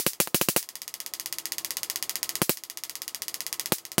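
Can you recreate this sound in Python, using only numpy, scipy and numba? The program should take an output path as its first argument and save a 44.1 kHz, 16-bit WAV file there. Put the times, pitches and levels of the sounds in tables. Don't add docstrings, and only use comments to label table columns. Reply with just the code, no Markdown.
import sys
import numpy as np
from scipy import signal
from scipy.fft import rfft, irfft, next_fast_len
from scipy.io import wavfile
from scipy.ndimage import uniform_filter1d, minimum_filter1d
from numba import njit

SR = 44100
rng = np.random.default_rng(int(sys.argv[2]) if len(sys.argv) > 2 else 0)


def persist_wave(psi):
    counts = np.round(np.clip(psi, -1, 1) * 32767).astype(np.int16)
    wavfile.write(sys.argv[1], SR, np.atleast_2d(counts).T)


N = 176400
TAIL_SAMPLES = 16384


def undb(db):
    return 10 ** (np.asarray(db) / 20)


def unit_energy(envelope):
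    return envelope / np.sqrt(np.sum(envelope ** 2))


def add(out, t_s, sound):
    i = int(round(t_s * SR))
    a, b = max(i, 0), min(i + len(sound), len(out))
    out[a:b] += sound[a - i:b - i]


def colour(x, response):
    hz, db = np.array(response, float).T
    size = next_fast_len(len(x) + TAIL_SAMPLES)
    size += size % 2
    bins_hz = np.maximum(np.arange(size // 2 + 1) * SR / size, 1)
    gain = undb(np.interp(np.log(bins_hz), np.log(hz), db))
    cepstrum = irfft(np.log(gain))
    cepstrum[1:size // 2] *= 2
    cepstrum[size // 2 + 1:] = 0
    return irfft(rfft(x, size) * np.exp(rfft(cepstrum)))[:len(x)]


def discharges(events, direct_eq, reverb_eq, echoes, t60_s, fresh_share, build_ms=5):
    ms = np.arange(TAIL_SAMPLES) * 1000 / SR
    early_power = np.zeros(TAIL_SAMPLES)
    for delay_ms, spread_ms, db in echoes:
        window = (ms >= delay_ms) * np.exp(-((ms - delay_ms) / spread_ms) ** 4)
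        early_power += (undb(db) * unit_energy(window)) ** 2
    early = np.sqrt(early_power)
    late = unit_energy((1 - np.exp(-ms / build_ms)) * undb(-60 * ms / 1000 / t60_s))
    impulse = ms == 0
    common = rng.standard_normal(TAIL_SAMPLES)
    direct, reverb = np.zeros(N), np.zeros(N)
    for t_s, db in events:
        fresh = rng.standard_normal(TAIL_SAMPLES)
        scatter = np.sqrt(1 - fresh_share) * common + np.sqrt(fresh_share) * fresh
        add(direct, t_s, undb(db) * (impulse + early * scatter))
        add(reverb, t_s, undb(db) * late * scatter)
    return colour(direct, direct_eq) + colour(reverb, reverb_eq)


# t/s, wave level/dB, crack level/dB, time to deepest suction/ms
SPARKS = [(-.007, 4.5, 1, 0.83), (0.0647, 1.5, 4, 0.88), (0.2016, 1, 4.5, 0.69), (0.2739, -13, -19.5, 0.42),
          (0.345, 4, 6.5, 1), (0.4131, 1, 1.5, 0.64), (0.4866, 0.5, 1.5, 0.93), (.563, 5, 6.5, 0.53),
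          (2.4175, 3, 0, 0.98), (2.4943, 3, 3.5, 0.82), (3.7213, 1, -1, 0.78), (3.9811, 6, 5.5, 0.89)]
# f/Hz, level/dB
CRACK_DIRECT_EQ = [(100, 15), (600, 23.8), (1050, 18.7), (1700, 6.7), (2700, 24.4), (3800, 13.5),
                   (6000, 10.8), (11000, 19.5), (16000, 18.1)]
CRACK_REVERB_EQ = [(100, -1), (500, -26), (1000, 1), (2000, 10), (3200, 11), (5000, 18.5), (7000, 17),
                   (11000, 18.5), (16000, 17)]
# delay/ms, spread/ms, level/dB
CRACK_ECHOES = [(.25, .8, 1), (1.9, 1, -3), (5.7, .5, -20), (7.8, 1.2, -19), (13.5, .8, -19),
                (15.8, .6, -20)]
# delay/ms, level/dB
WAVE_ECHOES = [(5.75, -9), (8.8, -25)]


def sparks(push_db=10, push_ms=0.11, suction_db=3):
    crack_events = [(t_s, crack_db) for t_s, _, crack_db, _ in SPARKS]
    cracks = discharges(crack_events, CRACK_DIRECT_EQ, CRACK_REVERB_EQ, CRACK_ECHOES,
                        t60_s=0.14, fresh_share=0.57)
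    ms = np.arange(TAIL_SAMPLES) * 1000 / SR
    push = undb(push_db) * np.exp(-(ms / push_ms) ** 2)
    waves = np.zeros(N)
    for t_s, wave_db, _, suction_ms in SPARKS:
        age = ms / suction_ms
        suction = undb(suction_db) * (age * np.exp(1 - age)) ** 3.4
        for delay_ms, echo_db in [(0, 0), *WAVE_ECHOES]:
            add(waves, t_s + delay_ms / 1000, undb(wave_db + echo_db) * (push - suction))
    return cracks + waves


# f/Hz, relative level/dB
NOISE_EQ = [(20, 13), (70, 0.5), (120, -2), (220, -4.5), (340, 0.5), (550, -2), (1100, -3.5), (1500, -11),
            (3000, -14.5), (8000, -17), (16000, -45)]
# f/Hz, level/dB
HUM_TONES = [(120, -66.5), (683.7, -68.5), (1066, -64), (1276, -61)]
# t/s, level/dB
HUM_SWELL = [(0, -60), (1.0, -62.5), (1.25, -55), (1.65, -54), (1.8, -64), (1.92, -56), (2.1, -64),
             (2.3, -55.5), (2.7, -57.5), (3.6, -60.5)]


def room_tone(noise_db=-47, main_hum_hz=335, waver_depth=0.25, waver_rad=0.5):
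    t = np.arange(N) / SR
    noise = colour(rng.standard_normal(N), NOISE_EQ)
    out = undb(noise_db) * noise / noise.std()
    swell_db = np.interp(t, *np.array(HUM_SWELL).T)
    knots_s = np.linspace(0, t[-1], 25)
    for hz, db in [*HUM_TONES, (main_hum_hz, swell_db)]:
        waver = 1 + waver_depth * np.interp(t, knots_s, rng.standard_normal(len(knots_s)))
        phase_rad = waver_rad * np.interp(t, knots_s, rng.standard_normal(len(knots_s)))
        out += np.sqrt(2) * undb(db) * waver * np.sin(2 * np.pi * hz * t + phase_rad)
    return out


# t/s, level/dB
TICKS = [(0.1337, -1.5), (0.6282, 0), (0.6897, 0), (0.7553, 0.7), (0.8185, 0), (0.8791, -0.5),
         (0.9409, -0.5), (1.0029, -0.3), (1.0629, -1), (1.1375, 0.6), (1.1981, 0), (1.2599, 0.5),
         (1.3265, 0.5), (1.3851, -1), (1.4558, 0.1), (1.5212, 0.5), (1.5832, -0.5), (1.6475, 0),
         (1.7071, -0.2), (1.7699, 0.3), (1.8323, -0.3), (1.8998, 0.5), (1.9591, -0.7), (2.0263, -0.3),
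         (2.0951, 0), (2.1561, -1), (2.2304, 1.2), (2.2928, -1.3), (2.3549, -1.3), (2.5724, -0.5),
         (2.637, -0.8), (2.6995, 0.5), (2.7733, 0), (2.8367, 1.8), (2.8963, -1.3), (2.9547, -1.5),
         (3.0192, -1), (3.0797, -1), (3.147, -0.7), (3.2207, 0), (3.2823, -0.7), (3.343, -0.8),
         (3.4058, -1.5), (3.4657, -1.7), (3.528, 0.3), (3.5966, 1), (3.659, -1.5), (3.7842, -5),
         (3.8523, -3), (3.9181, -3)]
# f/Hz, level/dB
TICK_DIRECT_EQ = [(100, -11.5), (500, -5.5), (1100, -3), (1500, -10), (2000, -1), (3000, -1), (4000, 1.5),
                  (4800, 8), (6400, 8), (7500, 1), (11000, 6.5), (16000, 3)]
TICK_REVERB_EQ = [(100, -12.5), (500, -11.5), (1050, -2), (1500, -6.5), (2000, -3.5), (3000, -5),
                  (4000, -1), (4800, 2), (5700, -1.5), (6400, 2), (7600, -0.5), (11000, 0), (16000, -5)]
# delay/ms, spread/ms, level/dB
TICK_ECHOES = [(.25, .6, -8), (1.8, 1.1, -13), (5.5, .7, -23), (7.8, 1.8, -23), (13.6, .7, -23),
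               (15.8, .7, -24)]
# f/Hz, width/Hz, level/dB
RESONANCES = [(1990, 260, 0.5), (2900, 140, 1.5), (3314, 190, 2.5), (4870, 220, -4.5), (6560, 120, -0.5),
              (8400, 130, -10)]


def ticks():
    clicks = discharges(TICKS, TICK_DIRECT_EQ, TICK_REVERB_EQ, TICK_ECHOES, t60_s=0.11, fresh_share=0.4)
    ringing = np.zeros(N)
    for hz, width_hz, db in RESONANCES:
        b, a = signal.iirpeak(hz, hz / width_hz, fs=SR)
        ringing += undb(db) * signal.lfilter(b, a, clicks)
    return clicks + ringing


def scene():
    return (ticks() + sparks() + room_tone())[None]


@njit
def gain_control(allowed, gain, recovery_s):
    out = np.empty(len(allowed))
    for i in range(len(allowed)):
        gain = min(allowed[i], gain + (1 - gain) / (recovery_s * SR))
        out[i] = gain
    return out


def record(dry, overload=3.34, ceiling_rms=0.25, low_cut_hz=130, high_cut_hz=15900):
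    low_cut = signal.butter(2, low_cut_hz, "high", fs=SR, output="sos")
    high_cut = signal.ellip(8, 0.2, 70, high_cut_hz, fs=SR, output="sos")
    mic = signal.sosfilt(low_cut, overload * np.tanh(dry[0] / overload))
    rms = np.sqrt(np.abs(uniform_filter1d(mic ** 2, size=88)))
    allowed = minimum_filter1d(ceiling_rms / np.maximum(rms, ceiling_rms), size=89)
    ducked = mic * gain_control(allowed, gain=0.2, recovery_s=1.615)
    return signal.sosfilt(high_cut, ducked)[None]


dry = scene()
out = record(dry)
persist_wave(out)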